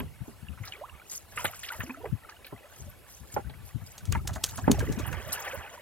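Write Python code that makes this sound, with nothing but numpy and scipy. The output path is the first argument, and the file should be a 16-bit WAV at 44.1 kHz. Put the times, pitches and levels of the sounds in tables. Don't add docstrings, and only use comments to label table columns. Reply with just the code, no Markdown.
import sys
import numpy as np
from scipy import signal
from scipy.fft import rfft, irfft
from scipy.io import wavfile
from scipy.ndimage import uniform_filter1d

SR = 44100
rng = np.random.default_rng(int(sys.argv[2]) if len(sys.argv) > 2 else 0)


def unload_wav(signal):
    wavfile.write(
        sys.argv[1],
        SR,
        np.round(np.clip(np.atleast_2d(signal).T, -1, 1) * 32767).astype(np.int16),
    )


def level_to_linear(level):
    exponent = np.asarray(level, float) / 20
    return 10 ** exponent


N = 256290

# f/Hz, level/dB per Hz
LAKE_COLOUR = [(18, -23), (30, 21), (88, -7), (227, -5.5), (822, -7), (1760, -21.5), (2750, -13),
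               (5900, -22), (12000, -16), (14400, -23), (16000, -27)]
LAKE_DB = -54.5
# f/Hz, likeness (0 to 1)
LAKE_LIKENESS = [(100, 0.048), (300, 0.15), (640, 0.39), (1400, 0.83), (3100, 0.28), (7000, 1),
                 (15000, 0.92)]
# t/s, level/dB, left minus right/dB
WIND_LEVEL = [(0.0, -36.5, 6), (0.15, -53, -9), (0.5, -52.5, 15), (0.8, -60, -6), (1.1, -70, 0),
              (1.42, -46, -2.5), (1.7, -68, 10), (2.1, -45, -8), (2.4, -93, 2), (2.85, -47.5, 0),
              (3.1, -58.5, -4), (3.5, -46.5, 11), (3.95, -52, 3), (4.12, -30, 3), (4.5, -43.5, 1),
              (4.62, -35.5, -10), (4.74, -26, 0), (5.0, -36.5, -3), (5.1, -44.5, -26.5),
              (5.4, -50.5, -10.5), (5.81, -61.5, -1)]
# f/Hz, level/dB per Hz
RUMBLE_COLOUR = [(12, -50), (20, 1), (82, 6.5), (127, 0), (267, -20.5), (321, -40), (450, -34), (580, -65),
                 (990, -120)]
# f/Hz, level/dB per Hz
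ROAR_COLOUR = [(120, -3), (220, -11.5), (330, -6.5), (520, -20.5), (900, -36)]
# onset t/s, peak level/dB, f/Hz, left minus right/dB
EDDIES = [(0.203, -31.5, 117, 28), (0.417, -36, 87, 20), (0.481, -33, 75, 35), (0.598, -31, 103.5, 11),
          (0.914, -44, 70, -26), (1.456, -40.5, 92, -26), (1.784, -33.5, 92.5, 38),
          (2.118, -22.5, 110.5, 25), (2.525, -39.5, 106, 10), (2.794, -37.5, 76, 15),
          (2.848, -39.5, 88, 17), (3.193, -40.5, 65.6, 16), (3.335, -37.5, 104, 28),
          (3.441, -31.5, 65.6, 23), (3.741, -26.5, 111, 40), (3.809, -36.5, 93, 17),
          (4.075, -20.5, 88.7, 19), (4.3, -29.5, 94, -2), (4.625, -28.5, 91, 17), (4.774, -32, 87.4, 3.5),
          (4.89, -22, 148.5, 24), (4.971, -27.5, 210, 20), (4.995, -30, 304, 23), (5.067, -33, 114, -35),
          (5.562, -37.5, 82, -32)]
# t/s, peak level/dB
TICKS = [(3.979, -31.5), (4.0538, -34), (4.123, -18.5), (4.274, -20.5), (4.332, -32), (4.3504, -32.5),
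         (4.439, -7.5), (4.4891, -32.5), (4.574, -32), (4.7133, -11), (4.7898, -26), (4.922, -29),
         (4.9878, -32), (5.1248, -34.5)]
# f/Hz, level/dB
HOUSING_COLOUR = [(1500, -9), (2600, -7.5), (3600, -2.5), (5300, -4.5), (6400, 2), (7900, -4), (11000, -9),
                  (16000, -14.5)]
TICK_T60_S, DRAG_S, DRAG_BELOW_DB = 0.015, 0.062, -22
# onset t/s, level/dB, t60/s
SLOSHES = [(0.0, -40.5, 0.23), (1.779, -52, 0.91), (4.69, -38.5, 2)]
# f/Hz, level/dB per Hz
SLOSH_COLOUR = [(90, -20), (130, -11), (250, -4), (450, -2.5), (800, -16)]
# t/s, churn level/dB
CHURN = [(0.0, -59), (0.53, -60.5), (0.72, -51.5), (1.0, -57.5), (1.25, -64), (1.42, -45), (1.59, -56),
         (1.7, -49), (2.04, -57), (2.2, -56), (2.79, -55.5), (3.03, -60.5), (4.05, -56.5), (4.15, -71),
         (4.3, -54.5), (4.64, -51.5), (4.73, -45.5), (5.21, -45.5), (5.36, -39), (5.57, -40.5),
         (5.81, -49.5)]
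# f/Hz, level/dB per Hz
GURGLE_COLOUR = [(200, -64), (350, -11), (550, 0), (900, -1.5), (1600, 0.5), (3100, -7), (4200, -23.5),
                 (7000, -28)]
# f/Hz, level/dB per Hz
FIZZ_COLOUR = [(2500, -39), (4500, 12), (7200, 21), (9500, 9.5), (13000, 15), (15500, -31), (17000, -42)]
# middle t/s, level/dB, length/s (12 dB down at its ends)
FOAM = [(0.0, -51.5, 0.021), (0.302, -65, 0.16), (0.692, -58, 0.12), (1.155, -50.5, 0.14),
        (1.429, -50, 0.23), (1.723, -52, 0.37), (2.8, -60.5, 0.26), (3.142, -53, 0.12),
        (3.324, -54.5, 0.15), (3.684, -56, 0.073), (3.903, -61.5, 0.19), (4.515, -50.5, 0.2),
        (4.9, -57.5, 1), (5.344, -49.5, 0.2), (5.523, -52, 0.2), (5.74, -58.5, 0.081)]
# t/s at which the pitch is f, nominal level/dB, f/Hz, rise/octaves per s
BUBBLES = [(0.488, -38, 2720, -14), (0.725, -32.5, 2970, -6), (0.641, -45, 2020, 32),
           (0.738, -35.5, 2460, 17), (0.757, -38.5, 2210, 10), (0.796, -51.5, 428, 13),
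           (0.822, -38.5, 641, 22), (0.844, -39, 1058, 23), (0.899, -39, 2820, -1), (0.755, -55, 433, 25),
           (0.89, -50, 1184, 33), (0.918, -51, 974, 25), (0.946, -52, 1190, 3), (1.001, -48.5, 2350, 2),
           (1.022, -47, 1464, 1), (1.383, -46.5, 493, 5), (1.645, -38.5, 2600, 53), (1.708, -32, 1414, 13),
           (1.807, -32, 1740, 24), (1.86, -42.5, 265, 6.5), (1.885, -45.5, 331, 9.5),
           (1.921, -37, 259.7, 2.5), (1.913, -49, 970, -26), (1.909, -34.5, 2520, 12.5),
           (1.951, -39.5, 1320, -10), (1.982, -43.5, 680, 1), (1.995, -48, 301, 11), (2.005, -52, 754, 19),
           (2.02, -46.5, 950, 5), (2.02, -48, 442, 3), (2.048, -34.5, 522, 14.5), (2.069, -39, 450, -2),
           (2.238, -48.5, 1930, 15), (2.253, -45, 1330, -11), (2.295, -41, 1260, -2),
           (2.327, -40, 1650, -8), (2.368, -47, 2950, 15), (2.448, -39.5, 2450, 1), (2.46, -53, 520, 0),
           (2.476, -57, 1850, -2), (2.535, -47, 1035, 13), (2.566, -45, 2030, 5), (2.654, -47, 597, 10),
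           (2.73, -48, 1540, -2), (2.885, -49.5, 580, 7), (4.164, -30, 898, 0), (4.205, -45, 1250, -3),
           (4.26, -46, 800, 0), (4.42, -48, 850, 5), (4.481, -41, 1540, -10), (4.538, -44.5, 894, 6),
           (4.646, -34, 1660, 20), (4.752, -33, 828, 0), (4.813, -35, 1560, 9), (4.877, -36, 2010, 2),
           (5.015, -41, 1150, 1), (5.282, -38, 630, 6), (5.363, -37, 1470, -19), (5.547, -33.5, 546, 6),
           (5.66, -42, 820, 6), (5.783, -40.5, 946, -10)]
RING_AT_1K_S, RING_SLOPE = 0.02368, 0.98
# t/s, peak level/dB, centre f/Hz
SPRAY = [(0.654, -36, 12500), (0.653, -36, 4400), (0.677, -32.5, 4840), (1.098, -29, 6300),
         (1.1135, -30, 9600), (1.157, -28, 9500), (1.1705, -37, 12100), (1.444, -19, 10000),
         (1.452, -20.5, 10500), (1.514, -33, 11100), (1.593, -26.5, 8100), (1.634, -35, 12000),
         (1.719, -27.5, 10500), (1.797, -28, 12600), (2.295, -37, 5160), (2.465, -36, 13200),
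         (5.065, -27.5, 10800), (5.2785, -35, 12900), (5.324, -24, 4970), (5.328, -15, 9700),
         (5.402, -33, 13600), (5.5455, -30, 13300)]
SPRAY_T60_S, SPRAY_LIKENESS = 0.052, 0.8
# t/s, nominal level/dB, centre f/Hz, t60/s of the sheet
SPLASHES = [(0.001, -26, 1894, 0.024), (0.573, -40.5, 1420, 0.18), (0.633, -36, 1810, 0.13),
            (0.677, -38, 1315, 0.2), (0.722, -31, 2500, 0.11), (1.375, -19.5, 1724, 0.091),
            (1.408, -32, 1940, 0.05), (1.446, -17.5, 2150, 0.046), (1.454, -17, 2570, 0.069),
            (1.531, -33, 1840, 0.12), (1.632, -27, 2690, 0.15), (1.687, -24.5, 3070, 0.046),
            (1.721, -27, 1640, 0.063), (1.747, -36, 1110, 0.12), (1.805, -24.5, 1780, 0.015),
            (1.816, -31.5, 2060, 0.11), (1.895, -28.5, 1496, 0.025), (2.042, -31.5, 592, 0.039),
            (2.055, -30, 1585, 0.041), (2.292, -37, 1625, 0.081), (2.446, -37, 2960, 0.064),
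            (2.467, -38.5, 2970, 0.046), (2.576, -44.5, 2100, 0.05), (3.497, -39.5, 2620, 0.032),
            (4.124, -24, 2090, 0.068), (4.15, -20, 1500, 0.049), (4.29, -30.5, 1103, 0.07),
            (4.359, -27.5, 1115, 0.051), (4.581, -27, 1064, 0.045), (4.803, -26, 1680, 0.092),
            (5.052, -29.5, 1200, 0.23), (5.128, -24.5, 1520, 0.068)]
# t/s, peak level/dB, hardness/dB per octave, factor on the ring time
KNOCKS = [(0.001, -26, -5, 1), (0.029, -31.5, -39, 1), (0.279, -31, -6, 0.77), (1.446, -18.5, 21, 0.54),
          (1.836, -26, -8, 0.17), (2.524, -29.5, -1, 0.58), (2.8, -40, -4, 0.5), (3.364, -17, 15, 0.91),
          (3.496, -33.5, 0.5, 0.76), (4.149, -24, -7, 0.58), (4.359, -29.5, -4, 0.84),
          (4.581, -31, -8, 0.92), (4.678, -3.5, 4.5, 0.49), (4.696, -8, -13, 0.95)]
# f/Hz, level/dB at neutral hardness, t60/s at a ring factor of 1
HULL_MODES = [(149, -18.5, 0.23), (253, 14.5, 0.027), (350, -9.5, 0.051), (402, 3, 0.088),
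              (580, 7.5, 0.011), (635, 5, 0.027), (820, 5.5, 0.035), (1058, -12, 0.02), (1330, -15, 0.03),
              (1740, -33, 0.022)]
LEAD_S = 0.00007


def evened(x):
    return x / np.sqrt(np.mean(x ** 2) + 1e-20)


def smoothed(x, size, times=1):
    for _ in range(times):
        x = uniform_filter1d(x, size=size)
    return x


def read(points, hz):
    f, value = np.transpose(points)
    return np.interp(np.log(hz + 1), np.log(f + 1), value)


def curve(rows):
    s, *columns = np.transpose(rows)
    return [np.interp(np.arange(N) / SR, s, c) for c in columns]


def sides(pan_db):
    left = level_to_linear(np.asarray(pan_db))
    return np.array([2 * left / (1 + left), 2 / (1 + left)])


def add(mix, s, sound):
    part = mix[:, max(round(s * SR), 0):][:, :sound.shape[1]]
    part += sound[:, :part.shape[1]]


def later(pair, s):
    f = np.fft.rfftfreq(pair.shape[1], 1 / SR)
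    right = irfft(rfft(pair[1]) * np.exp(-2j * np.pi * f * s), pair.shape[1])
    return np.array([pair[0], right])


def noise(colour, size, patchy_db, same):
    frames, hz = 4 * N // size + 5, np.fft.rfftfreq(size, 1 / SR)
    a, b, c, d, patches = rng.standard_normal((frames, len(hz), 5)).T
    patches = uniform_filter1d(patches, size=8, axis=0)
    patches = evened(uniform_filter1d(patches, size=8, axis=1))
    like = np.clip(same(hz), -1, 1)[:, None]
    left = a + 1j * b
    right = like * left + np.sqrt(1 - like ** 2) * (c + 1j * d)
    spectra = np.array([left, right]) * level_to_linear(read(colour, hz)[:, None] + patchy_db * patches)
    return evened(signal.istft(spectra, nperseg=size, noverlap=3 * size // 4)[1][:, :N])


def grains(colour, per_s, cycles, rise, spread_db, count=30):
    out = np.zeros((2, N))
    for hz in np.geomspace(colour[1][0], 15500, count):
        u = np.arange(int(4 * cycles * SR / hz)) * hz / SR / cycles
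        grain = np.sin(2 * np.pi * cycles * u * (1 + rise * u / 4)) * u * np.exp(-2 * u)
        sizes = level_to_linear(spread_db * np.minimum(rng.exponential(1, N), 4))
        train = (rng.random(N) < per_s / count / SR) * sizes
        grain *= level_to_linear(read(colour, hz)) * np.sqrt(hz) / np.linalg.norm(grain)
        out += sides(2 * rng.standard_normal())[:, None] * signal.oaconvolve(train, grain)[:N]
    return evened(out)


def burst(band, t60, rise_s, like, tail_db, rag_db):
    t = np.arange(4096) / SR
    a, b, rag = rng.standard_normal((3, len(t)))
    spectra = rfft([a, like * a + np.sqrt(1 - like ** 2) * b])
    puff = evened(irfft(spectra * band(np.fft.rfftfreq(len(t), 1 / SR) + 1)))
    ragged = level_to_linear(rag_db * evened(smoothed(rag, 90)))
    after = np.maximum(t - rise_s, 0)
    fade = level_to_linear(-60 * after / t60) + level_to_linear(tail_db - 60 * after / 0.12)
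    puff = puff * ragged * np.minimum(t / rise_s, 1) ** 2 * fade
    return puff / abs(puff).max()


def hump(hz, octaves):
    return lambda f: 1 / (1 + (np.log2(f / hz) / octaves) ** 6)


def unlike(hz):
    return 0 * hz


def near(hz):
    return 0.88 + 0 * hz


def lake():
    return level_to_linear(LAKE_DB) * noise(LAKE_COLOUR, size=1024, patchy_db=2.5, same=lambda hz: read(LAKE_LIKENESS, hz))


def wind():
    lumps = np.array([evened(smoothed(v, 1200)) for v in rng.standard_normal((2, N))])
    rumble = noise(RUMBLE_COLOUR, size=2048, patchy_db=2.0, same=unlike) * level_to_linear(2.5 * lumps)
    mid_db, pan_db = curve(WIND_LEVEL)
    level_db = np.array([mid_db + pan_db / 2, mid_db - pan_db / 2])
    roar_gain = level_to_linear(1.235 * level_db - 5.5 + 4.2 * lumps)
    roar = roar_gain * noise(ROAR_COLOUR, size=1024, patchy_db=4.5, same=unlike)
    return level_to_linear(level_db) * evened(rumble) + roar


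def eddies():
    out = np.zeros((2, N))
    for (s, db, hz, pan), draw in zip(EDDIES, rng.standard_normal((len(EDDIES), 4096))):
        turns = np.arange(len(draw)) * hz / SR
        u = turns / 1.42
        stray = 0.11 * evened(smoothed(draw, 140, times=3))
        eddy = (u * np.exp(1 - u)) ** 2 * np.sin(2 * np.pi * (turns + stray + draw[0]))
        add(out, s, level_to_linear(db) * sides(pan)[:, None] * eddy)
    return out


def ticks():
    out = np.zeros((2, N))
    colour = lambda f: level_to_linear(read(HOUSING_COLOUR, f))
    for s, db in TICKS:
        t60 = TICK_T60_S + DRAG_S * (db < DRAG_BELOW_DB)
        scrape = burst(colour, t60, rise_s=0.006, like=1.0, tail_db=-15, rag_db=3.5)
        add(out, s - 0.004, level_to_linear(db) * scrape)
    return out


def slosh():
    t = np.arange(N) / SR
    level = sum((t >= s) * level_to_linear(db - 60 * np.maximum(t - s, 0) / t60) for s, db, t60 in SLOSHES)
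    colour = SLOSH_COLOUR + [(1500, -54)]
    return level * grains(colour, per_s=2800, cycles=4.2, rise=0.094, spread_db=8.0)


def gurgle():
    churn_db, = curve(CHURN)
    bubbling = 0.56 * grains(GURGLE_COLOUR, per_s=2500, cycles=7.5, rise=0.037, spread_db=4.9)
    drips = grains(GURGLE_COLOUR, per_s=200, cycles=9, rise=0.06, spread_db=3)
    drips *= level_to_linear(0.6 * churn_db - 32)
    wash = level_to_linear(0.3 * churn_db + 9) * noise(GURGLE_COLOUR, size=512, patchy_db=5, same=near)
    spurts = evened(smoothed(rng.standard_normal(N), 900, times=2))
    return level_to_linear(churn_db + 2.2 * spurts) * (bubbling + wash) + drips


def foam():
    t = np.arange(N) / SR
    return sum(level_to_linear(db) * np.exp(-(2.39 * (t - s) / length) ** 2) for s, db, length in FOAM)


def fizz():
    clicks = 0.71 * grains(FIZZ_COLOUR, per_s=3400, cycles=0.41, rise=0.14, spread_db=6.0)
    hiss = 1.51 * noise(FIZZ_COLOUR, size=256, patchy_db=8.5, same=near)
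    spurts = evened(smoothed(rng.standard_normal(N), 900, times=2))
    return foam() * level_to_linear(3 * spurts) * (clicks + hiss)


def bubbles():
    out = np.zeros((2, N))
    for (s, db, hz, rise), draw in zip(BUBBLES, rng.standard_normal((len(BUBBLES), 3, 6000))):
        length = RING_AT_1K_S * (hz / 1e3) ** -RING_SLOPE
        t = np.arange(-length / 3, length, 1 / SR)[:6000]
        waver = evened(smoothed(draw[:2], 300, times=2))[:, :len(t)]
        u = (t / length + 1 / 3) / (0.14 + 0.0056 * max(rise, 0))
        pitch = hz * 2 ** (rise * t + 0.018 * waver[0])
        tone = np.sin(2 * np.pi * np.cumsum(pitch) / SR)
        tone *= u * np.exp(1 - u) * level_to_linear(db + 1.8 * waver[1])
        add(out, s - length / 3, sides(-1.5 + 3.5 * draw[2, 0])[:, None] * tone)
    return out


def spray():
    out = np.zeros((2, N))
    for s, db, hz in SPRAY:
        drop = burst(hump(hz, 0.43), SPRAY_T60_S, rise_s=0.0049, like=SPRAY_LIKENESS, tail_db=-19, rag_db=6.0)
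        add(out, s - 0.004, level_to_linear(db) * drop)
    return out


def droplets(hz, t60, count):
    out = np.zeros((2, 6000))
    for when, pitch, size, pan, glide in rng.random((count, 5)):
        plip_hz = hz * 2 ** (1.8 * pitch - 0.9)
        u = np.arange(0, 4, plip_hz / SR / 7)
        plip = np.sin(2 * np.pi * 7 * u * (1 + (0.05 * glide - 0.02) * u)) * u * np.exp(1 - 2 * u)
        s = 0.5 * t60 * when ** 2
        level = level_to_linear(-60 * s / t60 - 10 * size)
        add(out, s, level * sides(3.9 * (pan - 0.5))[:, None] * plip)
    return out


def splashes():
    out = np.zeros((2, N))
    for s, db, hz, t60 in SPLASHES:
        sheet = burst(hump(hz, 0.7), t60, rise_s=0.0028, like=0.9, tail_db=-26, rag_db=4.5)
        add(out, s - 0.002, level_to_linear(db - 2) * sides(-1.5)[:, None] * sheet)
        add(out, s, level_to_linear(db - 5) * droplets(hz, 2 * t60 + 0.04, count=28))
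    return out


def hull():
    out = np.zeros((2, N))
    t = np.arange(SR // 4) / SR
    for (s, db, hard_db, ring_factor), draw in zip(KNOCKS, rng.standard_normal((len(KNOCKS), 2, 2000))):
        ring = np.zeros(len(t))
        for hz, mode_db, t60 in HULL_MODES:
            level_db = mode_db + hard_db * np.log2(hz / 500) - 60 * t / (t60 * ring_factor)
            ring += level_to_linear(level_db) * np.sin(2 * np.pi * hz * t)
        pushes = level_to_linear(-23.5 - 60 * t[:2000] / (0.12 * ring_factor)) * (draw[0] + 2.7 * draw)
        pushes[:, 0] = 0.52
        soft = signal.fftconvolve(pushes, signal.windows.hann(17)[None], axes=1)
        knock = signal.fftconvolve(soft, ring[None], axes=1)
        add(out, s, level_to_linear(db) * sides(-4.0)[:, None] * knock / abs(knock).max())
    return out


def scene():
    close = slosh() + gurgle() + fizz() + bubbles() + spray() + splashes() + hull()
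    return lake() + wind() + eddies() + ticks() + later(close, LEAD_S)


def low_pass(x):
    return signal.sosfilt(signal.butter(12, 16200, fs=SR, output="sos"), x)


def record(dry):
    bass_cut = signal.butter(3, 55.0, "high", fs=SR, output="sos")
    band_edge = signal.butter(10, 16400.0, fs=SR, output="sos")
    mix = signal.sosfilt(band_edge, signal.sosfilt(bass_cut, dry))
    return low_pass(mix)


dry = scene()
out = record(dry)
unload_wav(out)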